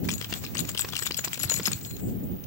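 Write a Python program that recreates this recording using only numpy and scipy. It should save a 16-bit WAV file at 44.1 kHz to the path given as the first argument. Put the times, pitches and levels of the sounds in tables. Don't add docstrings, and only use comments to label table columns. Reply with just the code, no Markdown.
import sys
import numpy as np
from scipy import signal
from scipy.fft import rfft, irfft, next_fast_len
from scipy.io import wavfile
from scipy.ndimage import uniform_filter1d, map_coordinates

SR = 44100
rng = np.random.default_rng(int(sys.argv[2]) if len(sys.argv) > 2 else 0)


def attenuation_scalar(level_db):
    decades = np.asarray(level_db, float) / 20
    return 10 ** decades


def generate_wav(sig):
    pcm = np.round(np.clip(np.atleast_2d(sig).T, -1, 1) * 32767).astype(np.int16)
    wavfile.write(sys.argv[1], SR, pcm)


N = 108794

# start_s, peak_db, pitch_hz
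TAG_CLACKS = [(0.0902, -36, 2650), (0.0915, -17.5, 2440), (0.1044, -21.5, 3260), (0.1143, -21.5, 7030),
              (0.1371, -20.5, 6550), (0.2129, -22.5, 3360), (0.2244, -25.5, 3120), (0.2449, -23, 3140),
              (0.3249, -24.5, 2660), (0.3388, -17, 3360), (0.4393, -32, 6930), (0.5498, -24.5, 7830),
              (0.5704, -22, 2910), (0.5792, -21.5, 6500), (0.5907, -16, 6900), (0.6913, -19.5, 7540),
              (0.7479, -23.5, 2960), (0.7758, -16, 3020), (0.7928, -13, 7840), (0.8879, -27, 5720),
              (0.9236, -26.5, 3330), (0.965, -17.5, 2880),
              (0.9907, -18, 7500), (1.0328, -25.5, 7660), (1.058, -22.5, 6830), (1.0717, -17.5, 3500),
               (1.1095, -20.5, 3030), (1.1438, -22, 5000), (1.1693, -29, 7900), (1.1927, -20.5, 6980),
               (1.2454, -18, 6920), (1.3313, -21, 3280), (1.3425, -20, 6880), (1.3985, -22, 7080),
               (1.433, -15, 7700), (1.498, -13, 7440), (1.5397, -16.5, 6770), (1.6554, -14, 5110),
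               (1.6598, -18, 5240), (1.669, -15, 6430), (1.7166, -19.5, 8340), (1.731, -15.5, 6850),
              (1.7898, -40, 7720), (1.811, -37, 6850), (1.8476, -43, 6740), (1.85, -29, 3280),
                   (1.9099, -32, 6950), (1.9662, -34.5, 6800), (2.189, -50, 3300), (2.342, -49, 3270),
                   (2.4398, -35, 6290),
              (0.0876, -20.5, 2250), (0.1287, -25.5, 7600), (0.181, -31, 6820), (0.374, -34.5, 7830),
                (0.399, -41, 7700), (0.4485, -28.5, 5230), (0.4648, -28.5, 2500), (0.6033, -21, 6810),
                (0.6513, -28.5, 7050), (0.716, -31.5, 7700), (0.7779, -24, 2800), (0.7838, -22.5, 8160),
                (0.805, -25, 7640), (0.819, -20.5, 7750), (0.9014, -30, 6930), (0.9347, -23, 3280),
                (0.9534, -19, 3010), (0.9774, -23.5, 7840), (1.024, -21.5, 7860), (1.0652, -18, 6970),
                (1.1756, -24, 8140), (1.281, -24.5, 5140), (1.3564, -28, 2540), (1.3744, -27.5, 7560),
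                (1.4122, -24, 7000), (1.444, -26, 7680), (1.4953, -22, 6740), (1.5199, -16.5, 6960),
                (1.5631, -23, 6930), (1.5781, -26, 6890), (1.5892, -25, 7200), (1.6322, -22.5, 6950),
                (1.6812, -18.5, 5160), (2.0048, -48, 7740), (2.2384, -53, 6900)]
CONTACTS = TAG_CLACKS


def unit(x):
    return x / np.sqrt(np.mean(x ** 2) + 1e-20)


def along(points, hz):
    point_hz, point_db = np.transpose(points)
    gain_db = np.interp(np.log(hz + 1), np.log(point_hz + 1), point_db, left=point_db[0] - 20)
    return attenuation_scalar(gain_db)


def curves(rows):
    time_s, *columns = np.transpose(rows)
    return [np.interp(np.arange(N) / SR, time_s, column) for column in columns]


def wobble(rate_hz):
    knots = rng.standard_normal((2, 2000))
    position = np.arange(N) * rate_hz / SR
    return np.array([map_coordinates(k, [position]) for k in knots])


def coloured(x, points):
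    size = 2 * next_fast_len(N // 2 + 4096)
    cepstrum = irfft(np.log(along(points, np.fft.rfftfreq(size, 1 / SR))), size)
    cepstrum[1:size // 2] *= 2
    cepstrum[size // 2 + 1:] = 0
    response = np.exp(rfft(cepstrum))
    return irfft(rfft(x, size) * response, size)[..., :N]


def add(track, start_s, sound):
    part = track[..., round(start_s * SR):][..., :sound.shape[-1]]
    part += sound[..., :part.shape[-1]]


def burst(t, peak_s):
    return (t / peak_s * np.exp(1 - t / peak_s)) ** 2


def hiss():
    # freq_hz, level_db_per_hz
    hiss_spectrum = [(410, -26), (700, -15.5), (840, -19.5), (3090, -23.5), (4160, -29), (11800, -36.5),
                     (15700, -1.5)]
    level_db = -41 + 5.5
    return attenuation_scalar(level_db) * unit(coloured(rng.standard_normal((2, N)), hiss_spectrum))


def wind():
    # time_s, level_db
    wind_level = [(0, -34.5), (.15, -37), (.18, -44), (.5, -41), (.62, -35.5), (.69, -43.5), (1.32, -46.5),
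                  (1.45, -42.5), (1.77, -41.5), (1.82, -43.5), (1.98, -40), (2.08, -34), (2.24, -36),
                  (2.34, -37.5), (2.4, -42.5), (2.46, -42)]
    # freq_hz, level_db_per_hz
    rumble_spectrum = [(20, -33.5), (64, -5), (180, 3), (370, -8), (810, -26.5), (1500, -62.5)]
    lumps_db, lump_rate_hz, gust_bright, trim_db = 3.5, 25.385, 0.3, 5.0
    level_db, = curves(wind_level)
    noise = rng.standard_normal((2, N))
    lumps = attenuation_scalar(lumps_db * 2 * np.tanh(wobble(lump_rate_hz) / 2))
    rumble = unit(coloured(noise * lumps, rumble_spectrum))
    upper = coloured(rumble, [(40, -18.5), (110, 8.5), (300, 2.5)])
    gust = attenuation_scalar(gust_bright * (level_db - level_db.max()))
    return attenuation_scalar(level_db + trim_db) * (rumble + (gust - 1) * upper)


def coat():
    # time_s, level_db
    rustle_level = [(0, -49.5), (.15, -44), (1.2, -43.5), (1.72, -41), (1.82, -50), (2.46, -66)]
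    # freq_hz, level_db_per_hz
    fur_spectrum = [(350, -41), (600, -7.5), (5840, -11), (6870, -6), (10200, -22), (15000, -4.5)]
    trim_db, lumps_db, lump_rate_hz = 3, 5, 59.99
    lumps = attenuation_scalar(lumps_db * wobble(lump_rate_hz)[0])
    rustle = lumps * rng.standard_normal((2, N))
    return attenuation_scalar(curves(rustle_level)[0] + trim_db) * unit(coloured(rustle, fur_spectrum))


def pops():
    # start_s, peak_db, pitch_hz
    eddies = [(0.049, -28.5, 132), (0.127, -24, 190), (0.611, -21.5, 170), (0.624, -26, 203),
              (1.455, -25, 100), (1.62, -30, 202), (1.684, -26, 190), (1.753, -29.5, 105),
              (2.063, -26.5, 136), (2.079, -24.5, 108), (2.114, -21.5, 235), (2.154, -26.5, 250),
              (2.209, -27.5, 213)]
    peak_cycles, trim_db, port_spread_db = 0.67, -1.5, 2.4
    out, t = np.zeros((2, N)), np.arange(SR // 10) / SR
    for start_s, peak_db, pitch_hz in eddies:
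        gain = attenuation_scalar(peak_db + trim_db + port_spread_db * rng.standard_normal((2, 1)))
        push = burst(t, peak_cycles / pitch_hz) * np.sin(2 * np.pi * pitch_hz * t)
        add(out, start_s - .004, gain * push)
    return out


def ears():
    # start_s, peak_db, left_minus_right_db
    slaps = [(0.087, -22, -8), (0.212, -28, -3), (0.245, -33.5, -4), (0.325, -21, 2), (0.439, -30.5, 5),
             (0.551, -30, 11), (0.69, -31.5, -5), (0.75, -29, 4), (0.846, -24, 1), (0.885, -35.5, -9),
             (0.932, -26.5, 7), (1.023, -28, 9), (1.059, -33.5, -1), (1.107, -25, -0.5), (1.189, -26.5, -3),
             (1.244, -37.5, -8), (1.274, -28.5, -13.5), (1.376, -30.5, 1), (1.437, -28.5, 13.5),
             (1.516, -23, 9.5), (1.597, -20, 1), (1.678, -25.5, -12.5), (1.714, -27.5, 9)]
    # freq_hz, level_db
    skin_spectrum = [(150, 10), (500, -6), (1200, 3), (2500, -2.5), (5000, -5.5), (9000, -28), (15000, -22)]
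    slap_s, grit_db, wet_db = 0.0032, 9.5, -2
    thump_db, thump_hz = -1.5, 419
    out, t = np.zeros((2, 2, N)), np.arange(SR // 20) / SR
    for start_s, peak_db, pan_db in slaps:
        a, b, c = rng.standard_normal((3, len(t)))
        grit = np.tanh(np.repeat(c, 30)[:len(t)])
        wet = attenuation_scalar(wet_db + grit_db * grit) * [a, 0.58 * a + 0.38 * b]
        pitch_hz = thump_hz * (1 + 0.18 * c[-1])
        thump = attenuation_scalar(thump_db) * np.sin(2 * np.pi * pitch_hz * t) * np.exp(-t / slap_s)
        pan = attenuation_scalar(peak_db + np.array([[.5], [-.5]]) * pan_db)
        both = np.array([wet, thump * np.ones((2, 1))])
        add(out, start_s - .001, pan * burst(t, slap_s) * both)
    return coloured(out[0], skin_spectrum) + out[1]


def clacks():
    # freq_hz, level_db
    tick_spectrum = [(1000, -44.5), (2500, 2.5), (7000, -3.5), (10000, -8), (15000, -8)]
    ping_s, ping_db, roughness = 0.0016, -8, 0.25
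    crack_s, crack_db = .0012, -6.5
    pings, cracks, t = np.zeros(N), np.zeros(N), np.arange(SR // 30) / SR
    for start_s, peak_db, pitch_hz in CONTACTS:
        a, b = rng.standard_normal((2, len(t)))
        shape = attenuation_scalar(peak_db) * burst(t, ping_s * 0.78 ** b[0])
        rough = 1 + roughness * unit(uniform_filter1d(a, size=30))
        add(pings, start_s - .0007, attenuation_scalar(ping_db) * shape * rough * np.sin(2 * np.pi * pitch_hz * t))
        add(cracks, start_s - .0007, attenuation_scalar(peak_db + crack_db) * burst(t, crack_s) * b)
    return pings + coloured(cracks, tick_spectrum)


def rattle(count, size):
    scatter_s, level_db, force_db, grain_s = .004, -15.5, 6.1, 0.00048
    centre_hz, pitch_spread = 3744, 0.42
    start_s, peak_db, _ = np.repeat(CONTACTS, count, axis=0).T
    lag, force, pitch = rng.standard_normal((3, len(start_s)))
    t = np.arange(size) / SR
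    grain_start_s = start_s + .002 + scatter_s * lag * np.abs(lag)
    at = (grain_start_s[:, None] * SR).astype(int) + np.arange(size)
    pitch_hz = np.clip(centre_hz * np.exp(pitch_spread * pitch), 1500, 9000)[:, None]
    gain = attenuation_scalar(peak_db + level_db + force_db * force)[:, None]
    grains = gain * burst(t, grain_s) * np.sin(2 * np.pi * pitch_hz * t)
    return np.bincount(at.ravel(), grains.ravel(), N + SR)[:N]


def rings():
    # start_s, length_s, low_tag_db, middle_tag_db, high_tag_db
    free_spells = [(0.111, 0.013, -35, -41, -58), (0.135, 0.023, -41, -36, -52),
                   (0.178, 0.04, -46, -49, -59), (0.348, 0.011, -63, -45, -61),
                   (0.367, 0.045, -57, -47.5, -65), (0.587, 0.031, -39, -38.5, -42.5),
                   (0.671, 0.045, -47, -54, -55), (0.79, 0.039, -45, -31, -41),
                   (0.986, 0.055, -42, -39, -56.5), (1.024, 0.019, -58, -51, -65),
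                   (1.055, 0.015, -37, -30.5, -34), (1.167, 0.012, -60, -33, -38.5),
                   (1.183, 0.029, -32.5, -39, -66), (1.246, 0.0096, -41, -33.5, -50.5),
                   (1.328, 0.02, -45, -39, -55), (1.392, 0.037, -35.5, -39, -45.5),
                   (1.43, 0.02, -36.5, -35, -40), (1.501, 0.027, -30, -55, -59),
                   (1.532, 0.06, -32, -36, -45), (1.635, 0.0068, -45, -46, -61),
                   (1.659, 0.018, -27, -27, -42.5), (1.727, 0.067, -49, -50, -55.5),
                   (1.82, 0.028, -50, -51, -63), (1.852, 0.114, -47.5, -50, -58),
                   (1.988, 0.29, -58, -54.5, -67), (2.232, 0.026, -60.5, -64, -66)]
    # freq_hz, level_db
    tag_modes = [
        [(6850, -6.5), (4110, -22)],
        [(7690, -9), (13620, -13.5)],
        [(11390, 0), (9830, -18)],
    ]
    buzz_depth = [0.13, 0.88, 0.58]
    rise_s, t60_s, choke_s, trim_db = 0.0012, 0.52, 0.0022, 12.5
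    swing, flutter_db = 0.0026, 8.5
    out, t = np.zeros((len(tag_modes), N)), np.arange(SR // 3) / SR
    for start_s, length_s, *levels_db in free_spells:
        choke = np.exp(-np.maximum(t - length_s, 0) / choke_s)
        hold = (1 - np.exp(-t / rise_s)) * attenuation_scalar(-60 * t / t60_s) * choke
        shifts = 1 + swing * rng.standard_normal(len(tag_modes))
        voices = []
        for modes, tag_db, shift in zip(tag_modes, levels_db, shifts):
            voice = np.zeros(len(t))
            for mode_hz, mode_db in modes:
                voice += attenuation_scalar(tag_db + mode_db + trim_db) * hold * np.sin(2 * np.pi * mode_hz * shift * t)
            voices.append(voice)
        add(out, start_s, np.array(voices))

    def chatter(rate_hz):
        return np.vstack([wobble(rate_hz), wobble(rate_hz)])[:len(out)]

    flutter = attenuation_scalar(flutter_db * np.tanh(chatter(90)))
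    buzz = 1 + np.array(buzz_depth)[:, None] * chatter(600)
    return np.sum(out * flutter * buzz, axis=0)


def plate():
    # start_s, length_s, level_db
    plate_spells = [
        (.145, .015, -50),
        (1.01, 0.013, -40),
        (1.471, 0.022, -44),
        (1.494, 0.0077, -24),
        (1.548, 0.02, -33),
        (1.735, 0.016, -52),
        (1.866, 0.089, -51),
    ]
    plate_hz, rise_s, choke_s, trim_db, waver_db = 4118, 0.0025, 0.0029, 3.0, 3.4
    out, t = np.zeros(N), np.arange(SR // 6) / SR
    for start_s, length_s, level_db in plate_spells:
        hold = (1 - np.exp(-t / rise_s)) * np.exp(-np.maximum(t - length_s, 0) / choke_s)
        add(out, start_s, attenuation_scalar(level_db + trim_db) * hold * np.sin(2 * np.pi * plate_hz * t))
    return out * attenuation_scalar(waver_db * wobble(70)[0])


def tags():
    # freq_hz, level_db
    shade_spectrum = [(0, -41), (1500, -0.5), (3000, -17.5), (5500, -4.5), (7000, -38.5), (8000, -4),
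                      (11000, -17), (14000, -3)]
    left = 2 * clacks() + rings() + plate() + rattle(count=20, size=200)
    late = np.pad(left, (6, 0))[:N]
    return np.array([left, coloured(late, shade_spectrum)])


def yard(x):
    t60_s, gap_s = 0.15, .002
    t = np.arange(SR // 8) / SR
    tail = rng.standard_normal((2, len(t))) * attenuation_scalar(-60 * t / t60_s) * (t > gap_s)
    return signal.fftconvolve(x, tail / np.linalg.norm(tail[0]), axes=1)[:, :N]


def swish():
    # freq_hz, level_db
    brush_spectrum = [(6000, -33), (7000, 1), (8600, 2), (9500, -30)]
    start_s, rise_s, level_db = 2.03, 0.038, -53
    t = np.maximum(np.arange(N) / SR - start_s, 0)
    noise = unit(coloured(rng.standard_normal((2, N)), brush_spectrum))
    return attenuation_scalar(level_db) * burst(t, rise_s) * noise


def scene():
    yard_db = -13
    dog = ears() + tags()
    echoes = attenuation_scalar(yard_db) * yard(dog)
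    return dog + echoes + coat() + swish() + wind() + pops() + hiss()


def band_limit(x):
    return signal.sosfilt(signal.butter(12, 17010, fs=SR, output="sos"), x)


def record(dry):
    top_hz = 15800
    narrow = coloured(dry, [(0, 0), (top_hz, 0), (top_hz + 100, -30), (top_hz + 900, -45)])
    return band_limit(narrow)


dry = scene()
out = record(dry)
generate_wav(out)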